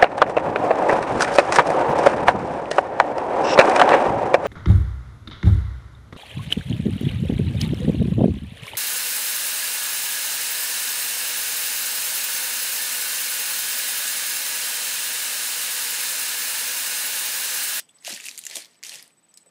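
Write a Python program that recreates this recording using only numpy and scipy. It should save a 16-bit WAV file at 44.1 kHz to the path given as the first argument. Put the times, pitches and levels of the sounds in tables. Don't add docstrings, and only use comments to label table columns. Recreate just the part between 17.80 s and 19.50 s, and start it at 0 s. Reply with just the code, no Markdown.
import sys
import numpy as np
from scipy import signal
from scipy.fft import rfft, irfft, next_fast_len
from scipy.io import wavfile
from scipy.ndimage import uniform_filter1d

SR = 44100
rng = np.random.default_rng(int(sys.argv[2]) if len(sys.argv) > 2 else 0)


def unload_wav(signal):
    wavfile.write(
        sys.argv[1],
        SR,
        np.round(np.clip(np.atleast_2d(signal).T, -1, 1) * 32767).astype(np.int16),
    )


def boost(x):
    u = np.asarray(x, float) / 20
    return 10 ** u


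N = 74970

# frequency in Hz, level in dB per Hz.
HISS_SPECTRUM = [(40, -33), (90, -13.5), (160, 3), (420, -5), (1500, -12), (7000, -23), (12000, -40),
                 (16000, -41)]
HISS_DB = -70
# frequency in Hz, peak in dB.
STEADY_LINES = [(12225, -87), (12285, -86), (15250, -87)]
WHINE_HZ, WHINE_START_S, WHINE_EVERY_S, WHINE_ON_S = 8000.2, 0.0255, 0.058375, 0.032
WHINE_DB, WHINE_RISE_S, WHINE_WOBBLE_DB = -55.5, 0.003, 1.8
SAG_ABOVE_DB, SAG_SHARE, SAG_MOST_DB, SAG_RECOVERS_DB_PER_S = -49.0, 1.0, 8.0, 22.0

ROOM_T60_S, ROOM_DB, WALL_CUT_HZ = 0.24, -23.0, 7000

# time in seconds, level of the small folds in dB, brightness in dB per octave.
HAND_PRESSURE = [(0.005, -51, -0.5), (.05, -72.5, -5), (0.221, -67, -5), (0.267, -33.5, -1.5),
                 (.345, -38, -2), (.415, -47.5, -5), (.46, -41, 1.5), (.56, -54.5, -0.5),
                 (0.639, -54, -0.8), (0.738, -40, -4.5), (0.771, -36, 3), (0.809, -46, -3),
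                 (0.889, -61.5, -3.5), (1.027, -73.5, -8.5), (1.037, -42.5, -1.5), (1.165, -42.5, -2.5),
                 (1.33, -73, -4.5), (1.7, -71.5, -7)]
POCKET_LOW_HZ, POCKET_HIGH_HZ, POCKET_DB = 142, 1390, -60.5
POCKET_FOLLOWS = 0.43

# start in seconds, level in dB, pitch in Hz, length in seconds.
AIR_PUFFS = [(0.275, -34.5, 627, 0.0084), (0.288, -49, 617, 0.058), (0.302, -47.5, 377, 0.011),
             (0.323, -40, 218, 0.015), (0.334, -53, 240, 0.026), (0.453, -69, 243, 0.123),
             (0.694, -56, 556, 0.052), (0.753, -44.5, 590, 0.03), (0.763, -47.5, 313, 0.025),
             (0.286, -48.5, 1610, 0.049), (1.113, -56.5, 686, 0.055), (1.659, -61.5, 485, 0.029)]
PUFF_RISE_S = 0.0036

# start in seconds, peak in dB, pitch in Hz.
TAUT_PINGS = [(.003, -40, 4960), (.003, -38.5, 5520), (.0232, -50, 8460), (.0232, -62, 10900),
              (.0232, -69, 13000), (0.0898, -51.5, 2770), (0.0935, -47, 3420), (0.092, -52.5, 9400),
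              (0.163, -59, 5600), (0.1633, -65, 3280), (0.5762, -39, 2230), (.666, -33, 2800),
              (.7571, -25.5, 9030), (1.227, -41.5, 8800), (1.457, -66, 2470), (1.488, -68, 3180),
              (1.5183, -59, 6000), (1.541, -49, 5290), (1.5397, -50, 6750), (1.5403, -45, 8280),
              (1.575, -47.5, 4180), (1.5729, -44, 5000), (1.5745, -48, 5610), (1.5737, -44, 7100),
              (1.5737, -43, 8580), (1.574, -51, 9340), (1.574, -51, 10980), (1.5737, -54, 6100),
              (1.573, -58, 13200), (0.296, -41, 1550), (1.615, -61, 6800)]
PING_RISE_S, PING_T60_S, PING_LINGERS_S, PING_LINGER_DB = 0.0008, 0.012, 0.07, -17.0

# start in seconds, peak in dB, centre in Hz.
SHEET_JUMPS = [(0.0051, -31, 4970), (0.2485, -22, 3250), (0.2718, -17, 5900), (0.2776, -20, 4850),
               (0.2834, -18, 5290), (0.3023, -21, 4290), (0.3076, -22, 4250), (0.3208, -20, 6980),
               (0.3274, -18, 5520), (0.3616, -25, 5040), (0.4077, -27, 5990), (0.4193, -30, 3310),
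               (0.4351, -28, 5440), (0.4413, -24, 5450), (0.4472, -26, 6300), (0.451, -24, 7480),
               (0.4638, -22, 5290), (0.4854, -17, 4600), (0.4876, -23, 7080), (0.5137, -23, 5310),
               (0.5472, -30, 5980), (0.6148, -31, 5320), (0.6387, -24, 4510), (0.659, -31, 7320),
               (0.7118, -24, 3450), (0.7571, -10, 7200), (0.7684, -11, 5920), (0.8476, -32, 4460),
               (1.0291, -26, 3370), (1.0362, -18, 5940), (1.0496, -23, 4180), (1.0667, -23, 6100),
               (1.083, -30, 3420), (1.0944, -20, 6540), (1.1141, -29, 3360), (1.1279, -26, 4150),
               (1.1459, -25, 4610), (1.1559, -24, 5910), (1.243, -39, 7030), (1.5413, -35, 7390)]
JUMP_CYCLES, JUMP_DB, JUMP_TAIL_S, JUMP_TAIL_DB = 2.6, -3.5, 0.001, -12.0

# start in seconds, large facet level in dB, large facet pitch
# in Hz, small facet level in dB, small facet pitch in Hz.
CREASE_SNAPS = [(0.0029, -30, 3180, -29, 7350), (0.0912, -48, 3500, -44.5, 6190),
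                (0.1855, -45, 4760, -55, 4640), (0.189, -61, 4390, -52, 5230),
                (0.2246, -44, 2000, -42, 6500), (0.2484, -24, 2740, -23, 5300),
                (0.2563, -42, 3900, -33, 8250), (0.2683, -21.5, 2800, -32, 6900),
                (0.2717, -27, 2900, -28, 4500), (0.2831, -48, 1620, -35, 4700),
                (0.2976, -25.5, 1700, -26, 7300), (0.3228, -25, 2500, -24, 6250),
                (0.3271, -32, 2400, -21, 4440), (0.338, -39, 4390, -22, 5440),
                (0.3467, -43, 4070, -23, 6870), (0.3635, -23, 2620, -25.5, 8900),
                (0.3745, -28.5, 1860, -29, 9000), (0.4003, -21.5, 2580, -30, 7140),
                (0.4075, -38, 3580, -28.5, 6950), (0.4348, -36, 2000, -40, 7020),
                (0.441, -32, 1970, -29, 6250), (0.4551, -23, 2660, -23, 8900),
                (0.4636, -52, 2920, -28, 5370),
                (0.4661, -22.5, 2620, -27.5, 6780), (0.4846, -19, 2500, -33, 6700),
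                (0.4917, -24.5, 4350, -21.5, 5300), (0.512, -25, 3900, -42, 5460),
                (0.547, -48, 2560, -41, 6760), (0.556, -45, 3450, -32.5, 5560),
                (0.5635, -38, 3760, -44, 8900), (0.5771, -29, 4700, -20, 7540),
                (0.5831, -35.5, 2800, -24.5, 6640), (0.59, -37, 4250, -19, 8930),
                (0.6148, -34, 4220, -45, 4530), (0.6203, -47, 4010, -45, 4660),
                (0.638, -27.5, 2720, -29.5, 7200), (0.6524, -45, 4350, -20, 7050),
                (0.666, -27.5, 1950, -15.5, 6850), (0.699, -27, 3900, -24.5, 7330),
                (0.7112, -27.5, 2500, -27, 4430), (0.7417, -40, 3800, -36, 6950),
                (0.756, -17, 4250, -17, 6430), (0.768, -21, 2970, -41, 7900),
                (0.822, -68, 3830, -28.5, 4340), (0.8466, -32.5, 3780, -34.5, 5370),
                (0.8563, -38, 3390, -34, 4600),
                (0.9331, -48, 4320, -58, 5400), (0.9444, -60, 4240, -49.5, 4770),
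              (0.9554, -51, 2900, -47.5, 5000), (0.9904, -57, 2150, -50.5, 5100),
              (1.0287, -29.5, 2120, -30, 7000), (1.036, -29.5, 2160, -22.5, 5500),
              (1.0487, -27.5, 2970, -29, 6400), (1.055, -28, 2760, -36, 5640),
              (1.0663, -40, 4350, -27.5, 6360), (1.0939, -24.5, 4240, -26.5, 9200),
              (1.1186, -25.5, 2760, -35, 4400), (1.127, -29, 2700, -42, 9500),
              (1.1396, -25.5, 2720, -32, 9450), (1.145, -30, 2480, -31, 9400),
              (1.1561, -30, 3050, -27.5, 5930), (1.1944, -33.5, 1890, -35, 4700),
              (1.2255, -34, 5000, -30.5, 10900), (1.278, -61, 4280, -40, 8400),
              (1.3052, -47.5, 2490, -54, 8900), (1.5413, -52, 4440, -52, 13100),
              (1.5735, -54, 2290, -33, 7500), (1.58, -40, 4930, -41, 6860),
              (1.661, -52.5, 1720, -50.5, 8700)]
SNAP_BURST_S, SNAP_RISE_S, SNAP_TAIL_S, SNAP_TAIL_DB = 0.0006, 0.0001, 0.006, -17.0
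SNAP_CYCLES, SNAP_RING_DB, SNAP_CRACK_DB = 8.0, -4.5, -5.0
SNAP_LINGERS_S, SNAP_LINGER_DB = 0.022, -23.0

# frequency in Hz, level in dB per Hz.
FOIL_SPECTRUM = [(1450, -13.5), (1850, -1), (2700, -1.5), (4500, 1), (6800, 0), (9500, 0), (13000, -9),
                 (15500, -22)]
FOLDS_PER_S, FOLD_SPREAD_DB, FOLD_CYCLES, FOLD_CLUMP_DB, FOLDS_DB = 13000, 2.5, 17.0, 2.0, 1.0
FOIL_LOWEST_HZ = 1420

TOP_CUT_HZ, LEAK_CUT_HZ, LEAK_DB = 15640, 16600, -13


def rms_one(x):
    return x / np.sqrt(np.mean(x ** 2) + 1e-20)


def at_hz(points, hz):
    points = np.array(points)
    return np.interp(np.log(hz), np.log(points[:, 0]), points[:, 1])


def drift(rate):
    r = np.exp(-2 * np.pi * rate / SR)
    noise = rng.standard_normal(N + 9000)
    return rms_one(signal.lfilter([1], [1, -2 * r, r * r], noise)[9000:])


def ring(clicks, hz, t60):
    r, w = boost(-60 / (t60 * SR)), 2 * np.pi * hz / SR
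    gain = np.sqrt(1 - r * r)
    return signal.lfilter([gain, 0, -gain], [1, -2 * r * np.cos(w), r * r], clicks + 1e-18)


def colour(x, spectrum):
    hz = np.maximum(np.fft.rfftfreq(len(x), 1 / SR), 1)
    return irfft(rfft(x) * boost(at_hz(spectrum, hz)), len(x))


def high_pass(x, order, hz):
    return signal.sosfilt(signal.butter(order, hz, "high", fs=SR, output="sos"), x)


def hiss_and_lines():
    t = np.arange(N) / SR
    lines = sum(boost(db + 2 * drift(50)) * np.sin(2 * np.pi * hz * t) for hz, db in STEADY_LINES)
    return lines + boost(HISS_DB) * rms_one(colour(rng.standard_normal(N), HISS_SPECTRUM))


def pulsed_whine():
    t = np.arange(N) / SR
    since = (t - WHINE_START_S) % WHINE_EVERY_S
    gate = np.clip(since / 0.0012, 0, 1) * np.clip((WHINE_ON_S - since) / 0.0015, 0, 1)
    gate = gate * (1 - 0.7 * np.exp(-since / WHINE_RISE_S))
    return boost(WHINE_DB + WHINE_WOBBLE_DB * drift(40)) * gate * np.sin(2 * np.pi * WHINE_HZ * t)


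def sag(x):
    level_db = 10 * np.log10(uniform_filter1d(x ** 2, size=2048, mode="constant") + 1e-12)
    climb = SAG_RECOVERS_DB_PER_S * np.arange(N) / SR
    drop_db = np.clip(SAG_SHARE * (level_db - SAG_ABOVE_DB), 0, SAG_MOST_DB)
    return boost(climb - np.maximum.accumulate(drop_db + climb))


def bedroom(x):
    size = next_fast_len(N + SR)
    hz = np.fft.rfftfreq(size, 1 / SR)
    response = 0
    for k, lag in enumerate(rng.uniform(0.0064, 0.03, 10)):
        absorbed = 1 + 1j * hz / WALL_CUT_HZ * lag / 0.065
        loop = boost(-60 * lag / ROOM_T60_S) / absorbed * np.exp(-2j * np.pi * hz * lag)
        response = response + (-1) ** k * loop / (1 - loop)
    return boost(ROOM_DB) * irfft(rfft(x, size) * response, size)[:N]


def hand_pressure():
    s, level_db, tilt_db = np.transpose(HAND_PRESSURE)
    t = np.arange(N) / SR
    return np.interp(t, s, level_db), np.interp(t, s, tilt_db)


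def pocket_rumble():
    level_db, _ = hand_pressure()
    band = signal.butter(2, [POCKET_LOW_HZ, POCKET_HIGH_HZ], "band", fs=SR, output="sos")
    rumble = rms_one(signal.sosfilt(band, rng.standard_normal(N)))
    return boost(POCKET_DB + POCKET_FOLLOWS * (level_db + 44)) * rumble


def puffs():
    out, t = np.zeros(N), np.arange(N) / SR
    for s, level_db, hz, length in AIR_PUFFS:
        shape = np.clip((t - s) / PUFF_RISE_S, 0, 1) * np.exp(-(np.maximum(t - s, 0) / length) ** 2)
        breath = ring(ring(rng.standard_normal(N), hz, 4.2 / hz), hz, 3.2 / hz)
        out += boost(level_db) * shape * rms_one(breath)
    return high_pass(out, 4, POCKET_LOW_HZ)


def pings():
    out, t = np.zeros(N + SR), np.arange(4096) / SR
    for s, db, hz in TAUT_PINGS:
        noise = rng.standard_normal(len(t))
        envelope = (1 - np.exp(-t / PING_RISE_S)) * boost(-60 * t / PING_T60_S)
        main = envelope * np.sin(2 * np.pi * hz * t + 2 * noise[0])
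        trace = boost(PING_LINGER_DB - 60 * t / PING_LINGERS_S) * rms_one(ring(noise, hz, PING_T60_S * 2))
        i = int(s * SR)
        out[i:i + len(t)] += boost(db) * (main / np.abs(main).max() + trace)
    return out[:N]


def jumps():
    out, t = np.zeros(N + SR), np.arange(256) / SR
    soft = signal.butter(2, 11000, fs=SR, output="sos")
    for s, db, hz in SHEET_JUMPS:
        noise = rng.standard_normal(len(t))
        step = np.sign(noise[0]) * (t == 0)
        wisp = boost(JUMP_TAIL_DB) * noise * np.exp(-t / JUMP_TAIL_S)
        click = signal.sosfilt(soft, ring(step + wisp, hz, JUMP_CYCLES / hz))
        i = int(s * SR)
        out[i:i + len(t)] += boost(db + JUMP_DB) * click / np.abs(click).max()
    return out[:N]


def snaps():
    out, t = np.zeros(N + SR), np.arange(2048) / SR
    broad = signal.butter(1, [2500, 12000], "band", fs=SR, output="sos")
    decay = np.exp(-t / SNAP_BURST_S) + boost(SNAP_TAIL_DB) * np.exp(-t / SNAP_TAIL_S)
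    envelope = (1 - np.exp(-t / SNAP_RISE_S)) * decay
    for s, large_db, large_hz, small_db, small_hz in CREASE_SNAPS:
        burst = rng.standard_normal(len(t)) * envelope
        parts = [(signal.sosfilt(broad, burst), small_db + SNAP_CRACK_DB)]
        for db, hz in (large_db, large_hz), (small_db, small_hz):
            rung = ring(ring(burst, hz, SNAP_CYCLES / hz), hz, SNAP_CYCLES / hz / 2)
            parts.append((rung, db + SNAP_RING_DB))
            parts.append((ring(rung, hz, SNAP_LINGERS_S), db + SNAP_LINGER_DB))
        i = int(s * SR)
        out[i:i + len(t)] += sum(boost(db) * part / np.abs(part).max() for part, db in parts)
    return out[:N]


def folds():
    level_db, tilt_db = hand_pressure()
    sizes = boost(FOLD_SPREAD_DB * np.minimum(rng.exponential(1, N), 4)) * rng.choice([-1, 1], N)
    born = rng.random(N) < FOLDS_PER_S * boost(FOLD_CLUMP_DB * drift(60)) / SR
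    facet = rng.integers(0, 30, N)
    out = np.zeros(N)
    for k, hz in enumerate(np.geomspace(1500, 15500, num=30)):
        clicks = sizes * born * (facet == k)
        rung = ring(ring(clicks, hz, FOLD_CYCLES / hz), hz, FOLD_CYCLES / hz / 2)
        out += rung * hz * boost(at_hz(FOIL_SPECTRUM, hz) + tilt_db * np.log2(hz / 4000))
    return boost(level_db + FOLDS_DB) * rms_one(out)


def scene():
    foil = high_pass(folds() + snaps() + jumps() + pings(), 5, FOIL_LOWEST_HZ)
    balloon = foil + pocket_rumble() + puffs()
    whine = pulsed_whine() * sag(balloon)
    room = bedroom(balloon + boost(-1.0) * whine)
    return (balloon + room + whine + hiss_and_lines())[None]


def band_limit(x):
    return signal.sosfilt(signal.butter(12, 16470, fs=SR, output="sos"), x)


def record(dry):
    cut = signal.sosfiltfilt(signal.cheby2(10, 30, TOP_CUT_HZ, fs=SR, output="sos"), dry)
    leak = signal.sosfiltfilt(signal.cheby2(10, 40, LEAK_CUT_HZ, fs=SR, output="sos"), dry - cut)
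    return band_limit(cut + boost(LEAK_DB) * leak)


dry = scene()
out = record(dry)
unload_wav(out)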